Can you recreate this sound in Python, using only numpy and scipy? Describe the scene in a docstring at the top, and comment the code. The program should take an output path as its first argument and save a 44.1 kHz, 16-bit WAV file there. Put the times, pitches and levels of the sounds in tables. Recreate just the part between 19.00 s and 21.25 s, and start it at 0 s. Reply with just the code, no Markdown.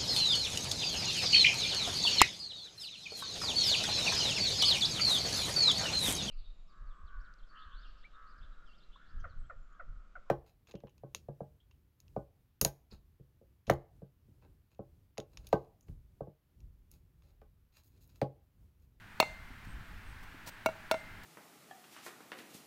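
"""An asphalt driveway, with one microphone several metres from a hollow bat that is tapped three times.
Each tap knocks, cracks on the grit, rings the barrel and comes back off a wall and the yard.
Shoes step softly and scuff over loose grit, and a breeze rumbles right on the microphone.
A small bird trills thinly over the distant hush of traffic and trees."""
import sys
import numpy as np
from scipy import signal
from scipy.fft import rfft, irfft
from scipy.io import wavfile

SR = 44100
rng = np.random.default_rng(int(sys.argv[2]) if len(sys.argv) > 2 else 0)


def master_out(mix):
    """Clip the mix to full scale and print it as 16-bit PCM to the path in sys.argv[1]."""
    frames = np.transpose(np.atleast_2d(mix))
    ceiling = np.clip(frames, -1, 1)
    pcm = np.round(ceiling * 32767).astype(np.int16)
    wavfile.write(sys.argv[1], SR, pcm)


N = 99225


def undb(db):
    return 10 ** (np.asarray(db) / 20)


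def noise(colour):
    """Noise of rms 1, its spectrum shaped by (Hz, dB) points."""
    hz, db = np.array(colour).T
    bin_db = np.interp(np.log(np.fft.rfftfreq(N, 1 / SR) + 1e-9), np.log(hz), db)
    x = irfft(rfft(rng.standard_normal(N)) * undb(bin_db), N)
    return x / x.std()


def clock(start=0):
    """Seconds since start, zero before it."""
    return np.maximum(np.arange(N) / SR - start, 0)


def fade(t, t60):
    return np.exp(-np.log(1000) * t / t60)


def curve(points):
    """Gain over time from (s, dB) points."""
    return undb(np.interp(clock(), *np.array(points).T))


def delay(x, seconds):
    return np.pad(x, (int(seconds * SR), 0))[:N]


def swell(start, length):
    """A rounded arch of gain with steep sides."""
    return np.sqrt(np.abs(np.sin(np.pi * np.minimum(clock(start) / length, 1))))


# The far background. Each row: frequency in Hz, relative level in dB.
HUSH_COLOUR = [(20, 3.5), (60, -16), (98, 4), (125, -9), (200, -4.5), (330, -14), (550, -19.5),
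               (820, -11.5), (1200, -11), (1550, -6), (2200, -11.5), (3200, -19), (6200, -30.5),
               (11000, -34), (13700, -31.5), (16000, -37)]
# Its slow drift. Each row: time in seconds, level in dB.
HUSH_LEVELS = [(0, -56), (.18, -53.5), (.45, -54), (1.2, -53), (2.25, -51)]
def distant_hush():
    """Far-off traffic and trees blend into a nearly steady noise."""
    return noise(HUSH_COLOUR) * curve(HUSH_LEVELS)


# Rumble right on the microphone. Each row: frequency in Hz, relative level in dB.
WIND_COLOUR = [(15, 9.5), (35, 9.5), (80, 0), (140, -8.5), (250, -17), (500, -33), (2000, -102)]
# The gusts. Each row: time in seconds, level in dB before buffeting.
GUST_LEVELS = [(0, -70), (.27, -57.5), (.37, -46.5), (.58, -50), (.65, -46.5), (.81, -44.5), (.86, -60),
               (.93, -44), (.98, -53), (1.14, -47.5), (1.28, -53.5), (1.5, -63), (2.25, -61)]
def wind():
    """Gusts buffet the microphone with a low, fluttering rumble."""
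    buffet = undb(3 * noise([(12, 0), (40, -30), (200, -90)]))
    return noise(WIND_COLOUR) * curve(GUST_LEVELS) * buffet


# The bat, several metres off. Each row: start in seconds, knock, crack and grit gains in dB,
# ring length factor, echo gain in dB.
BAT_TAPS = [(0.2007, 2.5, -10.5, -20, 0.89, -7.5), (1.66, -2.5, -31, -29, 0.79, -12),
            (1.9124, -3, -16, -23.5, 0.97, -8)]
# The tip's dead knock on asphalt. Each row: frequency in Hz, t60 in seconds, relative level in dB.
KNOCK_MODES = [(292, 0.018, -19.5), (385.5, 0.017, -17), (766, 0.014, -9.5), (862, 0.019, -19.5),
               (917, 0.026, -22.5), (1283, 0.036, -25)]
# The hollow barrel's modes, each a frequency in Hz.
BARREL_MODES_HZ = [645, 1390, 2091, 2228, 2565, 2744, 3580, 4000, 4300, 4470, 5502, 5872, 8740]
# Their ring; the place of contact sets the strengths.
# Each row: base t60 in seconds, then level in dB for the first, second and third tap.
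BARREL_RING = [(0.12, -22, -20.5, -21), (0.052, -49, -22, -23.5), (0.79, -37, -86, -47),
               (0.094, -27.5, -27, -34.5), (0.027, -16.5, -28, -55), (0.11, -25, -33, -39.5),
               (0.026, -21.5, -33, -27.5), (0.027, -50, -30, -30), (0.012, -11, -30, -36),
               (0.03, -33, -40, -30.5), (0.11, -44, -63, -46), (0.069, -54, -47, -57),
               (0.022, -49, -49, -47)]
# Contact noise, a crack and brighter grit. Each row: frequency in Hz, relative level in dB.
CRACK_COLOUR = [(60, -48), (200, 15.5), (450, -17), (900, -14), (1400, 12), (1900, -13), (3000, -21.5),
                (4300, -0.5), (5000, -25), (16000, -41)]
GRIT_COLOUR = [(500, -24), (1500, 12), (4000, 2.5), (5000, 2), (6300, 5.5), (8500, 1.5), (11000, -3),
               (14000, 0), (17000, 6)]
# The wall's echo comes later as the bat moves away. Each entry: one tap's lag in seconds.
WALL_LAGS_S = [.0256, .0279, .0291]
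def bat():
    """Each tap knocks, rings the barrel and cracks on the grit; the yard and a wall answer."""
    crack_t60_s, grit_t60_s = 0.011, 0.025
    contact_rise_s, mode_rise_s = 0.0011, 0.0014
    radiates_above_hz = 170
    low_cut = signal.butter(3, radiates_above_hz, "high", fs=SR, output="sos")
    out = 0
    for k, (start, knock_db, crack_db, grit_db, ring_factor, echo_db) in enumerate(BAT_TAPS):
        t = clock(start)
        knock = sum(undb(db + knock_db) * np.cos(2 * np.pi * hz * t) * fade(t, t60)
                    for hz, t60, db in KNOCK_MODES)
        barrel = sum(undb(tap_dbs[k]) * np.cos(2 * np.pi * hz * t) * fade(t, t60 * ring_factor)
                     for hz, (t60, *tap_dbs) in zip(BARREL_MODES_HZ, BARREL_RING))
        crack = undb(crack_db) * noise(CRACK_COLOUR) * fade(t, crack_t60_s)
        grit = undb(grit_db) * noise(GRIT_COLOUR) * fade(t, grit_t60_s)
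        contact = (crack + grit) * np.minimum(t / contact_rise_s, 1)
        modes = (knock + barrel) * np.minimum(t / mode_rise_s, 1)
        tap = signal.sosfilt(low_cut, contact + modes)
        echo = undb(echo_db) * wall_echo(tap, WALL_LAGS_S[k])
        tail = undb(-15.5) * delay(yard_scatter(tap, t60=0.42), seconds=0.008)
        out += tap + echo + tail
    return out


# The yard around the microphone. Each row: frequency in Hz, relative level in dB.
YARD_COLOUR = [(100, 21), (300, -13), (700, 1.5), (1500, -18), (2500, -8), (4500, -2), (8000, 3),
               (16000, -10.5)]
def yard_scatter(sound, t60):
    """Many small reflections die away together."""
    response = noise(YARD_COLOUR) * fade(clock(), t60)
    return signal.fftconvolve(sound, response / np.linalg.norm(response))[:N]


def wall_echo(tap, lag_s, cutoff_hz=1700):
    """A wall returns the tap late, dulled and slightly smeared."""
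    dull = signal.sosfilt(signal.butter(1, cutoff_hz, fs=SR, output="sos"), tap)
    return delay(dull + 0.23 * yard_scatter(dull, t60=0.14), lag_s)


# Steps on the driveway. Each row: start in seconds, pitch in Hz, t60 in seconds, level in dB.
FOOTFALLS = [(0.503, 257, 0.049, -43.5), (0.671, 171, 0.02, -29.5), (0.807, 111, 0.092, -40),
             (1.344, 279, 0.034, -37.5)]
def footsteps(rise_s=0.0038):
    """Soles land softly: a low thud with a little contact noise."""
    out = 0
    for start, hz, t60, db in FOOTFALLS:
        t = clock(start)
        thud = np.sin(2 * np.pi * hz * t) + 0.14 * noise(CRACK_COLOUR)
        out += undb(db) * fade(t, t60) * np.minimum(t / rise_s, 1) * thud
    return out


# Scuffs on the asphalt. Each row: start in seconds, length in seconds, level in dB.
SHOE_SCUFFS = [(0.644, 0.015, -61), (1.226, 0.019, -59), (1.461, 0.039, -45.5), (2.232, 0.012, -56)]
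# Their rasp. Each row: frequency in Hz, relative level in dB.
SCUFF_COLOUR = [(60, -25), (150, 0), (400, -8.5), (800, 2), (1500, -6), (2600, -8), (4300, -7), (7000, -10),
                (11000, -14), (15000, -10.5)]
def scuffs(grain_samples=64):
    """Soles drag over loose grit, the level jumping from grain to grain."""
    out = 0
    for start, length, db in SHOE_SCUFFS:
        grain_db = 2 * rng.standard_normal(N // grain_samples + 1)
        grains = undb(np.repeat(grain_db, grain_samples)[:N])
        out += undb(db) * swell(start, length) * noise(SCUFF_COLOUR) * grains
    return out


# A bird, faint at the microphone. Each row: start in seconds, length in seconds, level in dB.
BIRD_TRILLS = [(0.668, 0.077, -69.5), (1.048, 0.097, -72), (1.495, .07, -73), (1.963, 0.057, -72)]
def bird(pitch_hz=8270, warbles_per_s=88, depth_hz=130):
    """A thin, very high whistle warbles in pitch and strength."""
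    out = 0
    for start, length, db in BIRD_TRILLS:
        warble = 2 * np.pi * warbles_per_s * clock(start)
        jitter_hz = 60 * noise([(300, 0), (2000, -38)])
        hz = pitch_hz + depth_hz * np.sin(warble) + jitter_hz
        whistle = np.sin(2 * np.pi * np.cumsum(hz) / SR)
        out += undb(db) * swell(start, length) * (1 - 0.82 * np.cos(warble)) * whistle
    return out


def scene():
    """The driveway from one spot, in mono."""
    return (bat() + scuffs() + footsteps() + bird() + wind() + distant_hush())[None]


def record(dry):
    """The recorder cuts the highest treble steeply."""
    top_hz = 15900
    return signal.sosfilt(signal.ellip(10, 0.2, 70, top_hz, fs=SR, output="sos"), dry)


dry = scene()
out = record(dry)
master_out(out)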